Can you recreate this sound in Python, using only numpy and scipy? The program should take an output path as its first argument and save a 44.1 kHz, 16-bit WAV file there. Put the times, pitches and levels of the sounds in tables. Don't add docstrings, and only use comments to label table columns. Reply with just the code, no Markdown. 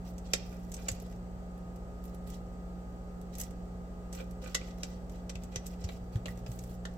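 import sys
import numpy as np
from scipy import signal
from scipy.fft import rfft, irfft
from scipy.io import wavfile

SR = 44100
rng = np.random.default_rng(int(sys.argv[2]) if len(sys.argv) > 2 else 0)


def master_out(mix):
    frames = np.transpose(np.atleast_2d(mix))
    ceiling = np.clip(frames, -1, 1)
    pcm = np.round(ceiling * 32767).astype(np.int16)
    wavfile.write(sys.argv[1], SR, pcm)


N = 307377
TIME = np.arange(N) / SR

FRIDGE_LINES = [(1, -47.2, 0), (2, -62.5, 0), (3, -63, -.1), (4, -61.5, -.3), (5, -69, -.4), (7, -63.5, .2),
                (11, -67.5, -.5), (13, -66.5, -.6), (14, -69, -1.4), (16, -77, -1.7), (19, -81, -2.0),
                (33, -82, 1.4), (45, -87, 1.8), (79, -86, 2.0)]
FAN_LINES = [(1, -50.2, -.05), (2, -62, -.1), (3, -63, 0), (4, -46.7, -.1), (5, -67, -.2), (6, -68, -.4),
             (7, -74, -.2), (8, -70, -.1), (11, -66, .1), (12, -65.5, 0)]
FRIDGE_HZ, FAN_HZ, MAINS_HZ = 59.185, 44.875, 60
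# time_s, level_db
WHINE_LEVEL = [(0, -72), (1, -72.5), (1.6, -64.5), (2.4, -64), (3, -65), (3.3, -66.5), (3.7, -67),
               (4.5, -65), (5.3, -71), (6.3, -67.5), (6.97, -72.5)]
# time_s, level_db
DRONE_LEVEL = [(0, -58), (5.7, -74), (6.0, -57), (6.3, -48.5), (6.65, -49.5), (6.97, -58)]
# freq_hz, level_db_per_hz
AIR_SPECTRUM = [(25, -76), (42, -70), (70, -77.5), (105, -74.5), (145, -84), (178, -73), (215, -82.5),
                (330, -83.5), (520, -81.5), (800, -88), (1030, -98), (1270, -96), (1650, -103),
                (2000, -105)]
# freq_hz, level_db_per_hz (before HISS_TRIM_DB)
HISS_SPECTRUM = [(2000, -106.4), (2500, -109.5), (4200, -111.5), (6700, -113), (7800, -108), (9000, -121),
                 (10200, -121), (12000, -118), (16000, -119)]
HISS_TRIM_DB = -1
# freq_hz, correlation
EAR_LIKENESS = [(60, 0.99), (170, 0.56), (300, 0.69), (500, 0.71), (800, 0.11), (1300, -0.35),
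                (2500, -0.15), (16000, 0)]

# start_s, length_s, level_db, wet_crackle_db (against the level)
BLADE_STROKES = [(0.039, 0.062, -64.5, -2), (0.238, 0.17, -61.5, -11), (0.35, 0.41, -74.5, 3),
                 (0.742, 0.21, -62, -4), (.95, 0.2, -69.5, -13), (2.018, 0.13, -75, 0),
                 (2.261, 0.092, -61, 0), (3.322, 0.14, -62.5, -2.5), (3.388, 0.034, -53.5, 4),
                 (4.118, 0.1, -59, -7), (4.411, 0.1, -58.5, -8), (4.503, 0.21, -62, -12),
                 (4.772, 0.19, -66.5, -4), (5.102, 0.1, -65.5, -12), (5.412, 0.037, -64.5, -6),
                 (5.514, 0.021, -57, -14), (5.636, 0.1, -65.5, -6), (5.784, 0.074, -62, -19),
                 (5.872, .1, -62.5, -6), (6.118, 0.047, -64, -4.5), (6.26, 0.053, -65.5, 6.5),
                 (6.35, 0.044, -74, 3), (6.467, .1, -67, 2), (6.568, 0.17, -71, 5.5),
                 (6.862, 0.1, -75, -12)]
STROKE_ATTACK_S, STROKE_RELEASE_S = 0.011, 0.018
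# start_s, length_s, level_db
BLADE_PRESSES = [(.28, 0.056, -62), (.51, 0.023, -55), (.75, 0.048, -59), (.86, 0.031, -48),
                 (4.145, 0.059, -51.5), (4.42, 0.055, -50), (4.57, 0.048, -71), (5.52, 0.041, -59),
                 (5.79, 0.097, -68), (6.14, 0.032, -64), (6.25, 0.036, -61), (6.45, 0.037, -81)]
PRESS_ATTACK_S, PRESS_RELEASE_S = 0.029, 0.019
# freq_hz, relative_db_per_hz
WIPE_SPECTRUM = [(900, -20), (1300, 5), (2300, -7.5), (3500, -1), (5500, -1), (7500, -2.5), (9000, -11),
                 (16000, -11)]
# freq_hz, relative_db_per_hz
CRACKLE_SPECTRUM = [(1500, -2), (3500, 12), (6000, -8), (7800, 8), (9200, -1.5), (12000, 6), (16000, 5)]
# freq_hz, relative_db, t60_s
RUB_MODES = [(520, 2.5, 0.23), (1240, -14, 0.11), (1407, -6, 0.01), (1968, -13.5, 0.084),
             (2357, -7.5, 0.022), (3430, -28, 0.016)]
# freq_hz, gain_db, t60_s
JUG_MODES = [(522, 0, 0.04), (1120, 17, 0.059), (1740, -17, 0.036), (1990, 5, 0.081), (2393, -3.5, 0.025),
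             (2730, 6, 0.12), (3010, -7.5, 0.025), (3253, -7, 0.081), (4050, -11.5, 0.036),
             (4880, -8, 0.12), (4930, -18, .07), (5700, 0, 0.058), (5860, -5, 0.15), (6600, -32, .05),
             (7500, -5, 0.02), (7720, -27, 0.038)]
TICKS_PER_S, TICK_LINGER_S = 26, .12

# start_s, level_db, fizz_db (against the level, before the common fizz gain)
PASTE_SMACKS = [(0.18, -54.5, -8), (0.526, -73, -2), (0.717, -49.5, -6), (0.739, -44, -9),
                (0.7645, -52, -17), (0.914, -47, -7), (0.9975, -57, -5), (1.02, -72.5, 14),
                (1.062, -67.5, -3), (1.124, -68, -16), (1.5768, -74, 5), (1.758, -67, 0),
                (2.0393, -63.5, 3), (2.0515, -67, 9), (2.145, -65, 5), (2.2996, -56, -3),
                (3.2128, -65.5, 1), (3.3513, -50.5, -11), (3.382, -48.5, 0), (3.3976, -41.5, -5),
                (3.411, -42, -2), (3.4333, -49, -14), (3.5053, -62, -4), (4.127, -48.5, -10),
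                (4.1476, -52.5, -6), (4.308, -63.5, 3), (4.439, -55.5, -11), (4.4707, -58.5, -5),
                (5.0945, -60, -10), (5.434, -54, -6.5), (5.6587, -53, -11), (5.664, -46.5, -3),
                (5.7195, -75, -13), (5.8093, -65, -18), (6.372, -61, -8), (6.5148, -55.5, -4),
                (6.588, -50.5, -7), (6.635, -58, -4)]
USUAL_SMACK_DB, SMACK_THINNING = -53.5, .35
# start_s, level_db, dullness_db, contact_hz, contact_db (against the level,
# before the common contact gain), rise_s
JUG_KNOCKS = [(0.3331, -28.5, -9, 5400, -16.5, 0.0013), (0.882, -40, -3, 6920, 2.5, 0.003),
              (4.202, -68.5, 19, 2460, 3, 0.00089), (4.5448, -30.5, -13.5, 2030, -9.5, 0.0033),
              (4.612, -71, 9, 2340, 11, 0.0016), (4.8306, -41, -8.5, 5850, -19, 0.0014),
              (5.2926, -47, -6.5, 5870, -18, 0.0025), (5.3526, -53.5, -7, 2530, -4.5, 0.00069),
              (5.557, -43.5, -3.5, 5900, -5, 0.001), (5.8398, -51.5, -12, 5570, -12, 0.0013),
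              (5.887, -58.5, 11, 2340, -1.5, 0.002), (6.1543, -62, 6, 1740, -5, 0.0018),
              (6.256, -51, 5.5, 2780, -6.5, 0.00052), (6.2805, -62, -14, 1910, 8, 0.00086),
              (6.4615, -59.5, 5, 5020, -5.5, .0012), (6.8514, -50.5, -1, 1776, -1.5, 0.0014)]
KNOCK_T60_S = 0.032
DULL_INTO_RING = 0.47
# start_s, peak_db, pitch_hz, t60_s
COUNTER_THUDS = [(0.912, -29.5, 96, 0.065), (4.189, -46, 90, 0.067), (5.349, -38, 84.5, 0.037),
                 (5.561, -29.5, 97, 0.028), (5.842, -27.5, 82.4, 0.081), (6.151, -21.5, 107, 0.086),
                 (6.274, -34, 99, 0.065), (6.486, -33, 119, 0.099)]
CUTOFF_HZ = 16000


def from_db(db):
    return 10 ** (np.asarray(db) / 20)


def rms_one(x):
    return x / np.sqrt(np.mean(x ** 2) + 1e-20)


def decay(t, t60_s):
    return np.exp(-np.log(1000) * t / t60_s)


def gain_curve(rows):
    rows = np.array(rows)
    return from_db(np.interp(TIME, rows[:, 0], rows[:, 1], left=-140, right=-140))


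def at_hz(points, hz):
    points = np.array(points)
    return np.interp(np.log(hz + 1e-9), np.log(points[:, 0]), points[:, 1])


def colour(x, spectrum):
    hz = np.linspace(0, SR / 2, 2 ** 18 + 1)
    shaped = rfft(x, 2 ** 19) * from_db(at_hz(spectrum, hz))
    return irfft(shaped)[..., :N]


def band(x, low_hz, high_hz, order=2):
    edges_hz = [low_hz, min(high_hz, .45 * SR)]
    return signal.sosfilt(signal.butter(order, edges_hz, "band", fs=SR, output="sos"), x + 1e-18)


def drift(rate_hz):
    knots = rng.standard_normal(N // 40)
    return np.interp(TIME * rate_hz, np.arange(len(knots)), knots)


def resonance(x, hz, t60_s):
    r = np.exp(-np.log(1000) / (t60_s * SR))
    feed = np.array([1, 0, -1]) * (1 - r * r) / 2
    return signal.lfilter(feed, [1, -2 * r * np.cos(2 * np.pi * hz / SR), r * r], x + 1e-18)


def add(out, start_s, sound):
    start = max(round(start_s * SR), 0)
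    out[:, start:start + sound.shape[-1]] += sound[..., :N - start]


def tone(hz, ear_phase_rad):
    phase = 2 * np.pi * (hz * TIME + rng.random()) + .07 * drift(5)
    ears = ear_phase_rad * np.array([[.5], [-.5]])
    return np.sqrt(2) * from_db(.5 * drift(7)) * np.sin(phase + ears)


def hum():
    fridge = sum(from_db(db) * tone(round(k) * FRIDGE_HZ, ears) for k, db, ears in FRIDGE_LINES)
    fan = 0
    for k, db, ears in FAN_LINES:
        lean_db = np.array([[-1], [1]]) * (k > 2.5)
        fan = fan + from_db(db + lean_db) * tone(round(k) * FAN_HZ, ears)
    whine = gain_curve(WHINE_LEVEL) * tone(21 * FRIDGE_HZ, -np.pi / 2)
    drone = gain_curve(DRONE_LEVEL) * tone(2 * MAINS_HZ, 0)
    return fridge + fan + whine + drone


def air(ripple_db=3.0):
    hz = np.geomspace(20, SR / 2, num=900)
    level_db = at_hz(list(AIR_SPECTRUM) + list(HISS_SPECTRUM), hz)
    level_db = level_db + HISS_TRIM_DB * (hz > HISS_SPECTRUM[0][0])
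    ripples_db = ripple_db * rng.standard_normal((2, len(hz))) * (hz > 250)
    alike = np.clip(at_hz(EAR_LIKENESS, hz), -.995, .995)
    side_db = level_db + 10 * np.log10((1 - alike) / (1 + alike))
    mid, side = np.sqrt(SR / 2) * rng.standard_normal((2, N))
    mid = colour(mid, np.c_[hz, level_db + ripples_db[0]])
    side = colour(side, np.c_[hz, side_db + ripples_db[1]])
    return mid + side * [[1], [-1]]


def gestures(rows, attack_s, release_s):
    power = np.zeros(N)
    for start_s, length_s, db in rows:
        swell = np.clip((TIME - start_s) / attack_s, 0, 1)
        fade = np.exp(-np.clip((TIME - start_s - length_s) / release_s, 0, 20))
        power += (from_db(db) * swell * fade) ** 2
    return np.sqrt(power)


def squelch(low_hz, high_hz, cycles, clump_db, sizes=11, pops_per_s=1100):
    clumps, out = drift(90), 0
    for hz in np.geomspace(low_hz, high_hz, sizes):
        born = np.flatnonzero(rng.random(N) < pops_per_s / SR)
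        swell = (clumps + drift(120))[born].clip(-2.5, 2.5)
        pops = np.zeros((2, N))
        pops[:, born] = rng.standard_normal((2, len(born))) * from_db(clump_db * swell)
        out = out + np.sqrt(hz) * rms_one(resonance(pops, hz, cycles / hz))
    return out


def grains(per_s, spread_db):
    born = rng.random(N) < per_s * from_db(4 * drift(60)) / SR
    sizes = born * from_db(spread_db * np.minimum(rng.exponential(1, N), 4))
    return sizes * rng.standard_normal((2, N))


def jug(x):
    return sum(from_db(db) * resonance(x, hz, t60_s) for hz, db, t60_s in JUG_MODES)


def scraping(wipe_db=-3, ringing_db=-6, crackle_db=0, rub_db=-1, light_rub_db=-12):
    stroke_rows = [(s, length_s, db) for s, length_s, db, wet_db in BLADE_STROKES]
    wet_rows = [(s, length_s, db + wet_db) for s, length_s, db, wet_db in BLADE_STROKES]
    motion = gestures(stroke_rows, STROKE_ATTACK_S, STROKE_RELEASE_S)
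    parting = gestures(wet_rows, STROKE_ATTACK_S, STROKE_RELEASE_S)
    pressure = gestures(BLADE_PRESSES, PRESS_ATTACK_S, PRESS_RELEASE_S)
    pressure = pressure + from_db(light_rub_db) * motion

    sticking = squelch(1900, 8000, cycles=40, clump_db=3.8)
    friction = rms_one(colour(sticking, WIPE_SPECTRUM))
    ringing = rms_one(jug(friction))
    wipe = (from_db(wipe_db) * friction + from_db(ringing_db) * ringing) * motion

    bubbles = squelch(4500, 15000, cycles=30, clump_db=3.8)
    crackle = rms_one(colour(bubbles, CRACKLE_SPECTRUM)) * parting

    judder = band(grains(per_s=600, spread_db=2.5), 400, 4000)
    rub = sum(from_db(db) * rms_one(resonance(judder, hz, t60_s)) for hz, db, t60_s in RUB_MODES)
    return wipe + from_db(crackle_db) * crackle + from_db(rub_db) * rub * pressure


def slips(rise_s, t60_s, grain_db, size=4400):
    t = np.arange(size) / SR
    steps = np.repeat(rng.standard_normal(size // 40), 40).clip(-2, 2)
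    build = (1 - np.exp(-t / max(rise_s, 1e-4))) ** 2
    shape = build * decay(t, max(t60_s, .004))
    return rng.standard_normal((2, size)) * from_db(grain_db * steps) * shape


def voiced(x, zones):
    return sum(from_db(db) * rms_one(band(x, low_hz, high_hz, order=3)) for low_hz, high_hz, db in zones)


def ticks(low_db=-89, bright_db=-82, fizz_db=-82, spread_db=3):
    rows = [(s, length_s, 0) for s, length_s, db, wet_db in BLADE_STROKES]
    busy = np.minimum(gestures(rows, STROKE_ATTACK_S, TICK_LINGER_S), 1)
    born = rng.random((1, N)) < TICKS_PER_S * busy / SR
    clicks = born * busy * from_db(spread_db * rng.standard_normal(N).clip(-2, 2))
    snap = slips(rise_s=.0004, t60_s=.016, grain_db=4)
    snap = voiced(snap, [(1800, 4900, low_db), (5300, 6800, bright_db), (10700, 17400, fizz_db)])
    return signal.fftconvolve(clicks, snap, axes=1)[:, :N]


def smacks(low_db=-17, bright_db=-10, fizz_db=-10, pop_db=-15, pop_hz=7700, rise_s=0.0011):
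    out = np.zeros((2, N))
    for start_s, level_db, own_fizz_db in PASTE_SMACKS:
        thinned_db = low_db - SMACK_THINNING * (level_db - USUAL_SMACK_DB)
        zones = [(1720, 5700, thinned_db), (5550, 7980, bright_db), (10400, 14600, own_fizz_db + fizz_db)]
        tearing = slips(rise_s, t60_s=.036, grain_db=4)
        pop = from_db(pop_db) * rms_one(resonance(tearing, pop_hz, t60_s=0.012))
        add(out, start_s, from_db(level_db) * (voiced(tearing, zones) + pop))
    return out


def knocks(body_db=-8, hollow_db=-16.5, ring_db=-9, crack_db=-11, edge_db=-13, fizz_db=-21.0,
           contact_db=-3, modes_db=-4, contact_cycles=40):
    hits = np.zeros((2, N))
    blade = [(4600, 6700, crack_db), (7100, 7880, edge_db), (8700, 13000, fizz_db)]
    for start_s, level_db, dull_db, hz, pitched_db, rise_s in JUG_KNOCKS:
        force = slips(rise_s, KNOCK_T60_S, grain_db=3.5)
        lift_db = DULL_INTO_RING * dull_db
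        wall = [(260, 677, dull_db + body_db),
                (1356, 1900, (dull_db + lift_db) / 2 + hollow_db),
                (2150, 4070, lift_db + ring_db)]
        contact = rms_one(resonance(force, hz, contact_cycles / hz))
        contact = from_db(pitched_db + contact_db) * contact
        add(hits, start_s, from_db(level_db) * (voiced(force, wall + blade) + contact))
    return hits + from_db(modes_db) * jug(hits)


def thuds(rise_s=0.0053):
    out, t = np.zeros((2, N)), np.arange(SR // 4) / SR
    for start_s, peak_db, hz, t60_s in COUNTER_THUDS:
        swing = (1 - np.exp(-(t / rise_s) ** 2)) * decay(t, t60_s)
        add(out, start_s, -from_db(peak_db) * swing / swing.max() * np.sin(2 * np.pi * hz * t))
    return out


def kitchen(x, early_db=-11, early_t60_s=0.088, late_db=-20, late_t60_s=.55):
    t = np.arange(SR * 2 // 3) / SR
    response = 0
    for db, t60_s, top_hz in (early_db, early_t60_s, 11000), (late_db, late_t60_s, 5600):
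        noise = rng.standard_normal((2, len(t))) * (t > .004) * decay(t, t60_s)
        echoes = band(noise, 155, top_hz, order=4)
        response = response + from_db(db) * rms_one(echoes) / np.sqrt(len(t))
    return signal.fftconvolve(x, response, axes=1)[:, :N]


def scene():
    paste = (scraping() + ticks() + smacks()) * from_db([[-1.3], [1.3]])
    work = paste + knocks() * from_db([[-.9], [.9]])
    return hum() + air() + work + kitchen(work) + thuds()


def record(dry):
    return signal.sosfilt(signal.ellip(10, .2, 80, CUTOFF_HZ, fs=SR, output="sos"), dry)


dry = scene()
out = record(dry)
master_out(out)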